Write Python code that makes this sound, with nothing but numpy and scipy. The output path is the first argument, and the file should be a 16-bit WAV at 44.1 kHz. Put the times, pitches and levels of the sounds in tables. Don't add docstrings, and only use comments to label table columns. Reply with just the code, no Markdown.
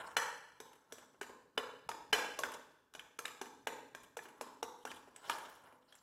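import sys
import numpy as np
from scipy import signal
from scipy.fft import rfft, irfft
from scipy.io import wavfile
from scipy.ndimage import uniform_filter1d, minimum_filter1d

SR = 44100
rng = np.random.default_rng(int(sys.argv[2]) if len(sys.argv) > 2 else 0)


def persist_wave(psi):
    counts = np.round(np.clip(psi, -1, 1) * 32767).astype(np.int16)
    wavfile.write(sys.argv[1], SR, np.atleast_2d(counts).T)


def rack_gain(trim_db):
    fader = np.asarray(trim_db, float)
    return 10 ** (fader / 20)


N = 265781

# mode_hz, width_hz, level_db
BOWL_MODES = [(434.5, 12, 1.5), (651, 28, -6.5), (863, 48, 1.5), (1066, 140, -12.5), (1303.5, 88, -3),
              (1525, 76, -0.5), (1652, 29, -4), (1765, 44, -6.5), (2090, 77, -12), (2396, 100, 1),
              (2758, 38, -23.5), (2964, 220, -8.5), (3459, 92, -10), (3810, 64, -26), (4090, 50, -22),
              (4500, 70, -38.5), (5078, 71, -15), (5750, 27, -23.5), (5520, 95, -17), (6000, 44, -14.5),
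              (7020, 51, -24), (7860, 88, -18), (8610, 70, -24.5), (9980, 110, -23.5), (10900, 110, -27.5)]


def tint(x, hz, db):
    f = np.arange(len(x) // 2 + 1) * SR / len(x) + 1
    x = irfft(rfft(x) * rack_gain(np.interp(np.log(f), np.log(hz), db)), len(x))
    return x / np.sqrt(np.mean(x ** 2))


def shaped(hz, db, count):
    return tint(rng.standard_normal(count), hz, db)


def lumps(count, size):
    held = np.repeat(rng.standard_normal(count // size + 1), size)
    return uniform_filter1d(held, size)[:count]


def fade(t, t60_s):
    return np.exp(-np.log(1000) * t / np.maximum(t60_s, 1e-3))


def band(x, lo_hz, hi_hz):
    return signal.sosfilt(signal.butter(3, [lo_hz, hi_hz], "band", fs=SR, output="sos"), x)


def add(out, start_s, x):
    i = max(int(start_s * SR), 0)
    out[i:i + len(x)] += x[:N - i]


def bowl_modes(t, ring):
    scatter_db, wobble = 5.0, 0.0066
    hz, width_hz, db = np.transpose(BOWL_MODES)[:, :, None]
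    chance = rng.standard_normal((3, len(hz), 1))
    level = rack_gain(db + scatter_db * chance[0]) * np.sign(chance[2])
    modes = level * np.sin(2 * np.pi * hz * (1 + wobble * chance[1]) * t)
    return hz[:, 0], modes * fade(t, ring * 1.48 / np.maximum(width_hz, 35))


def steel_crack(t, ring):
    crack_t60_s, snap, snap_t60_s = 0.063, 2.7, 0.0062
    # hz, db_per_hz
    crack_spectrum = [(120, -44), (200, -5), (1420, -12.5), (1680, -10), (2560, -16.5), (3020, -8),
                      (3310, -29.5), (11100, -9.5), (16000, -27.5)]
    burst = rfft(rng.standard_normal(len(t)) * fade(t, crack_t60_s * ring))
    even = irfft(burst / uniform_filter1d(np.abs(burst), size=70), len(t))
    crack = np.roll(tint(even, *np.transpose(crack_spectrum)), shift=40)
    return crack * (t < t[-1] / 2) * (1 + snap * fade(t, snap_t60_s))


def contact(edges_hz, parts_db, ring, noise_db, rise_s):
    bright_db, crowd_hz = 8, 3800
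    t = np.arange(int(0.2 * SR)) / SR
    hz, modes = bowl_modes(t, ring)
    crack = steel_crack(t, ring)
    out = 0
    for lo_hz, hi_hz, part_db in zip(edges_hz, edges_hz[1:], parts_db):
        tone = modes[(hz > lo_hz) & (hz <= hi_hz)].sum(axis=0)
        noise = band(crack, lo_hz, hi_hz)
        share = rack_gain(noise_db + bright_db * (lo_hz > crowd_hz))
        part = tone / np.abs(tone).max() + share * noise / np.abs(noise).max()
        part = part * np.minimum(t / rise_s, 1)
        out = out + rack_gain(part_db) * part / np.abs(part).max()
    return out


def fork_blows():
    thud_db, thud_per_weight = -7, 1.46
    rim_db, rim_per_edge, crack_db = -1.2, 0.34, -0.95
    ring_base, ring_per_weight = 0.94, 0.0091
    knock_db, knock_s = 3, 0.0012
    # start_s, peak_db, weight_db, edge_db
    blows = [(0.1671, -19, -10, -11.5), (0.602, -46, -2, -1), (0.923, -47, -4.5, 1),
             (1.213, -39.5, -6, -7.5), (1.577, -28, -5, -14.5), (1.8903, -40, 1, -2.5),
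             (1.915, -41.5, -13, -9), (2.1284, -17, -6.5, -9.5), (2.389, -40.5, 4, 4),
             (2.435, -32.5, -5, -10), (2.9378, -53, -13, 1), (2.9499, -45.5, -2, -5),
             (2.994, -41.5, -20, -11), (3.1892, -40, -2, -1.5), (3.2553, -32.5, -14, -10),
             (3.4142, -40, -0.5, -4), (3.671, -31.5, -2, -9), (3.949, -44, -5, -6), (4.1693, -43, 1, -2.5),
             (4.191, -44.5, -4, -27), (4.411, -42.5, 3.5, -1.5), (4.628, -40.5, 3.5, -1.5),
             (4.852, -44.5, 4.5, -1.5), (4.915, -41.5, -9, -8.5), (5.1617, -52, -12, -2),
             (5.2968, -30, -7.5, -7), (5.9243, -56, -13.5, -6)]
    edges_hz = [250, 600, 1300, 2400, 3900, 7000, 17000]
    # time_s, send_db
    room_send = [(0, 5.5), (2.8, 5), (3.2, 3.5), (3.9, 5.5), (4.3, 3.1), (5, 3.1), (6, 1)]
    direct, send = np.zeros(N), np.zeros(N)
    t = np.arange(SR // 5) / SR
    push = np.sin(2 * np.pi * t / knock_s) * np.exp(-(t / knock_s) ** 2)
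    for start_s, db, weight_db, edge_db in blows:
        parts_db = db + np.array([thud_db + thud_per_weight * weight_db, weight_db, 0,
                                  rim_db + rim_per_edge * edge_db, edge_db, edge_db + crack_db])
        ring = max(ring_base + ring_per_weight * weight_db, 0.3)
        x = rack_gain(2.0) * contact(edges_hz, parts_db, ring, noise_db=-6.5, rise_s=0.00035)
        add(direct, start_s, x - rack_gain(db + weight_db + knock_db) * push)
        send_db = np.interp(start_s, *np.transpose(room_send))
        add(send, start_s, rack_gain(send_db) * x * fade(t, 0.061))
    return direct, send


def ringing_notes():
    note_t60_s, thud_t60_s, thud_delay_s = 0.04, 0.064, 1 / 450
    # start_s, peak_db, pitch_hz
    strong_notes = [(0.1685, -19, 1600), (1.2129, -30.5, 1524), (1.5788, -21.5, 3010),
                    (1.8901, -35.5, 1280), (1.9155, -32, 1210), (2.39, -41, 1420), (2.4355, -21, 1590),
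                    (2.9502, -42, 3000), (2.995, -34.5, 3050), (3.1899, -30, 1346), (3.253, -26.5, 1765),
                    (3.9489, -37.5, 1607), (4.1903, -33.5, 1730), (4.6294, -34, 2850), (5.2971, -21, 1215),
                    (5.9247, -45.5, 3260)]
    # start_s, peak_db, pitch_hz
    flat_thuds = [(0.167, -48, 950), (0.601, -41, 438), (0.923, -37, 449), (1.212, -30.5, 408),
                  (1.577, -27.5, 431), (1.89, -30.5, 956), (2.129, -21, 424), (2.387, -25.5, 1102),
                  (3.188, -40, 467), (3.413, -35, 396), (3.672, -45.5, 920), (4.167, -30, 471),
                  (4.409, -31, 469), (4.626, -26, 448), (4.85, -32.5, 439), (5.296, -23, 950)]
    # start_s, peak_db, pitch_hz, t60_s
    timed_notes = [(0.167, -23.5, 4120, 0.046), (0.1672, -26, 3480, 0.05), (0.1674, -25.5, 3000, 0.083),
                   (1.5775, -27.5, 3500, 0.05), (1.2128, -38.5, 7760, 0.019), (1.5773, -31, 4990, 0.034),
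                   (1.8905, -39.5, 10620, 0.023), (2.1295, -19.5, 5040, 0.03), (2.131, -9.5, 3013, 0.054),
                   (2.1297, -21, 4090, 0.059), (2.391, -30, 6020, 0.024), (3.1895, -36, 6370, 0.05),
                   (3.254, -32.5, 7700, 0.016), (3.2552, -26, 3780, 0.019), (3.4141, -48, 5830, 0.044),
                   (3.671, -38, 3400, 0.037), (4.4115, -45, 10900, 0.026), (4.6298, -31, 5630, 0.02),
                   (4.853, -38.5, 5780, 0.028), (5.162, -37.5, 7980, 0.019), (5.952, -46, 7500, 0.017)]
    rings = [(s, db, hz, note_t60_s) for s, db, hz in strong_notes]
    rings += [(s + thud_delay_s, db, hz, thud_t60_s) for s, db, hz in flat_thuds]
    rings += [tuple(row) for row in timed_notes]
    direct, send = np.zeros(N), np.zeros(N)
    t = np.arange(SR // 5) / SR
    for start_s, db, hz, t60_s in rings:
        envelope = (fade(t, t60_s) + 0.35 * fade(t, 0.008)) * (1 - fade(t, 0.0005))
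        note = rack_gain(db - 8.0) * np.sin(2 * np.pi * hz * t) * envelope
        add(direct, start_s, note)
        add(send, start_s, 0.45 * (hz / 1400) ** 0.33 * note)
    return direct, send


def tine_ticks():
    thud_db, crack_db = -7, -6.5
    # start_s, peak_db, thud_to_crack_tilt_db
    ticks = [(0.1235, -56, -8), (0.7313, -45, 2), (0.755, -54, 10), (0.9827, -40, -4.5),
             (1.1448, -60.5, -28), (1.2288, -36, 5), (1.294, -41.5, -19), (2.518, -39, 13),
             (2.5452, -52, 16), (3.2795, -35, 8), (3.4563, -40.5, 2.5), (4.0327, -50, 23),
             (4.2544, -39.5, -11), (4.2854, -45, 3), (4.8732, -36.5, -1), (4.959, -52.5, 21),
             (5.0736, -55, -34), (5.26, -51, 3), (5.308, -42, -2), (5.3135, -40, 6), (5.3296, -39, 13),
             (5.3846, -37, 5), (5.516, -53.5, 3), (5.5514, -56.5, 19), (5.641, -53.5, -19.5),
             (5.671, -55.5, -7), (5.7243, -48, -17.5), (5.9526, -51.5, 20)]
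    edges_hz = [250, 1200, 4500, 17000]
    out = np.zeros(N)
    for start_s, db, tilt_db in ticks:
        parts_db = [thud_db - tilt_db / 2, 0, crack_db + tilt_db / 2]
        tick = contact(edges_hz, parts_db, 0.99, noise_db=2, rise_s=0.0011)
        add(out, start_s, rack_gain(db - 6.0) * tick)
    return out


def squelch():
    # start_s, level_db, start_hz, end_hz, length_s
    squelches = [
        (4.858, -45.5, 1112, 1890, 0.0286),
    ]
    out = np.zeros(N)
    for start_s, db, hz, end_hz, length_s in squelches:
        t = np.arange(int(length_s * SR)) / SR
        add(out, start_s, rack_gain(db) * np.hanning(len(t)) * signal.chirp(t, hz, length_s, end_hz))
    return out


def stick_slip():
    grain_db, clicks_per_s, ring_db, flutter_db = 3.5, 3000.0, -3, 2.0
    # hz, db_per_hz
    rub_spectrum = [(88, -51.5), (150, -10.5), (979, 0), (1260, -10), (1360, -1), (2550, -19),
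                    (2980, -18.5), (3700, -28.5), (11000, -30), (16000, -39.5)]
    size = rack_gain(grain_db * np.minimum(rng.exponential(size=N), 3))
    clicks = (rng.random(N) < clicks_per_s / SR) * size * np.sign(rng.standard_normal(N))
    clicks = clicks / clicks.std() + 0.79 * rng.standard_normal(N)
    bowl = 0
    for hz, width_hz, _ in BOWL_MODES:
        bowl = bowl + signal.lfilter(*signal.iirpeak(hz, hz / (2.0 * width_hz), SR), clicks)
    rub = tint(clicks + rack_gain(ring_db) * bowl / bowl.std(), *np.transpose(rub_spectrum))
    return rub * rack_gain(flutter_db * lumps(N, size=350))


def tine_drag():
    patchy_db, swell_share = 5.5, 0.7
    # hardest_s, fade_20db_s, body_db, hiss_over_body_db
    strokes = [(0.0, 0.2162, -44, -10.5), (0.09, 0.19, -75, -24.5), (0.66, 0.1, -75.5, 3.5),
               (0.742, 0.16, -70.5, -15), (0.96, 0.25, -64.5, -7), (1.029, -0.1567, -52, -8),
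               (1.152, 0.03, -66, -20), (2.459, -0.1472, -36, -6), (2.543, -0.4146, -42.5, 0),
               (3.98, -0.08, -50, -16), (4.04, -0.34, -60.5, 8), (4.24, 0.03, -70, 10.5),
               (4.294, 0.36, -83, -11), (4.39, 0.2, -64, -34), (4.45, 0.22, -61, -7),
               (4.9, 0.14, -61.5, 4.3), (4.94, 0.01, -78, 12), (5.086, -0.33, -53, -10),
               (5.181, -0.18, -57, -9), (5.25, 0.03, -58, -29), (5.285, -0.05, -62, -4),
               (5.331, 0.1951, -44.5, -5.5), (5.46, 0.2, -57.5, -9), (5.678, 0.18, -61, -11.5),
               (5.939, 0.14, -65, -0.5)]
    t = np.arange(N) / SR
    rub = stick_slip()
    body, hiss = band(rub, 150, 2700), 0
    for lo_hz in 3000 * 1.33 ** np.arange(6):
        hiss = hiss + band(rub, lo_hz, 1.33 * lo_hz) * rack_gain(patchy_db * lumps(N, size=900))
    gains = np.zeros((2, N))
    for hardest_s, fade_s, db, hiss_db in strokes:
        away_s = np.maximum(t - hardest_s, (hardest_s - t) / swell_share)
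        away = away_s / max(fade_s, 0.01)
        gains += rack_gain(db - 3.5 - 20 * away) * rack_gain(np.array([[0], [hiss_db]]))
    gains = uniform_filter1d(gains, size=600, axis=1)
    return gains[0] * body / body.std() + gains[1] * hiss / hiss.std()


def kitchen(x):
    room_db, first_echo_s, echoes_db = -6, 0.0042, 1.5
    # hz, level_db, t60_s
    octaves = [(121, 4.5, 0.59), (257, 10.5, 0.92), (500, 5, 0.7), (1036, 3.5, 0.69), (1942, -6.5, 0.68),
               (4400, -4, 0.75), (7170, -2, 0.53), (12900, -2, 0.43)]
    t = np.arange(SR) / SR
    tail = 0
    for hz, db, t60_s in octaves:
        octave = shaped([hz / 2, hz, 2 * hz], [-25, 0, -25], SR) * np.sqrt(hz)
        tail = tail + rack_gain(db) * octave * fade(t, t60_s)
    tail = tail * rack_gain(echoes_db * lumps(SR, size=200)) * np.clip(t / first_echo_s - 1, 0, 1)
    return rack_gain(room_db) * signal.fftconvolve(x, tail / np.sqrt(np.sum(tail ** 2)))[:N]


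def quiet_floor(effort):
    floor_db, lift = -80, 0.33
    # hz, db_per_hz
    floor_spectrum = [(15, -90), (25, -43), (111, -5), (153, -1.5), (1040, -13), (1610, -10.5), (2220, -31),
                      (11600, -27.5), (15400, -26), (16000, -48)]
    return rack_gain(floor_db) * effort ** lift * shaped(*np.transpose(floor_spectrum), count=N)


def counter_rumble(effort):
    rumble_db, lift = -86.5, 0.51
    shake = rack_gain(rumble_db + 3.5 * lumps(N, size=4000)) * effort ** lift
    return shake * shaped([15, 40, 100, 200, 400], [-15.5, -2, 1.5, 1.5, -43.0], count=N)


def scene():
    blows, blows_send = fork_blows()
    notes, notes_send = ringing_notes()
    small = tine_ticks() + squelch()
    scrape = tine_drag()
    send = blows_send + notes_send + small
    work = blows + notes + small + scrape + kitchen(send + 0.5 * scrape)
    mic_low_hz = 220
    work = signal.sosfilt(signal.butter(3, mic_low_hz, "high", fs=SR, output="sos"), work)
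    effort = uniform_filter1d(np.abs(work), size=2500) / rack_gain(-70.0) + 0.04
    return (work + quiet_floor(effort) + counter_rumble(effort))[None]


def limiter(x):
    ceiling = 0.15
    peak = -minimum_filter1d(-np.abs(x), size=90)
    return x * uniform_filter1d(np.minimum(1, ceiling / (peak + 1e-9)), size=45)


def hush_and_smear(x):
    lead, smear_db, jump_db = 190, -23, 22
    now = -minimum_filter1d(-np.abs(x), size=2 * lead)
    soon = np.maximum(np.roll(now, -lead), np.roll(now, -lead - 60))
    hush = np.clip(rack_gain(jump_db) * now / (soon + 1e-9), 0, 1) ** 2
    hush = uniform_filter1d(hush, size=40)
    smear = rng.standard_normal(lead) * np.linspace(0, 1, lead)
    smear = smear / np.sqrt(np.sum(smear ** 2))
    return x * hush + rack_gain(smear_db) * np.convolve(x, smear)[lead - 1:]


def low_pass(x):
    return signal.sosfilt(signal.butter(12, 16500, fs=SR, output="sos"), x)


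def record(dry):
    top_hz = 16050
    x = signal.sosfilt(signal.ellip(8, 0.2, 60, top_hz, fs=SR, output="sos"), dry[0])
    x = hush_and_smear(limiter(x))
    return low_pass(x[None])


dry = scene()
out = record(dry)
persist_wave(out)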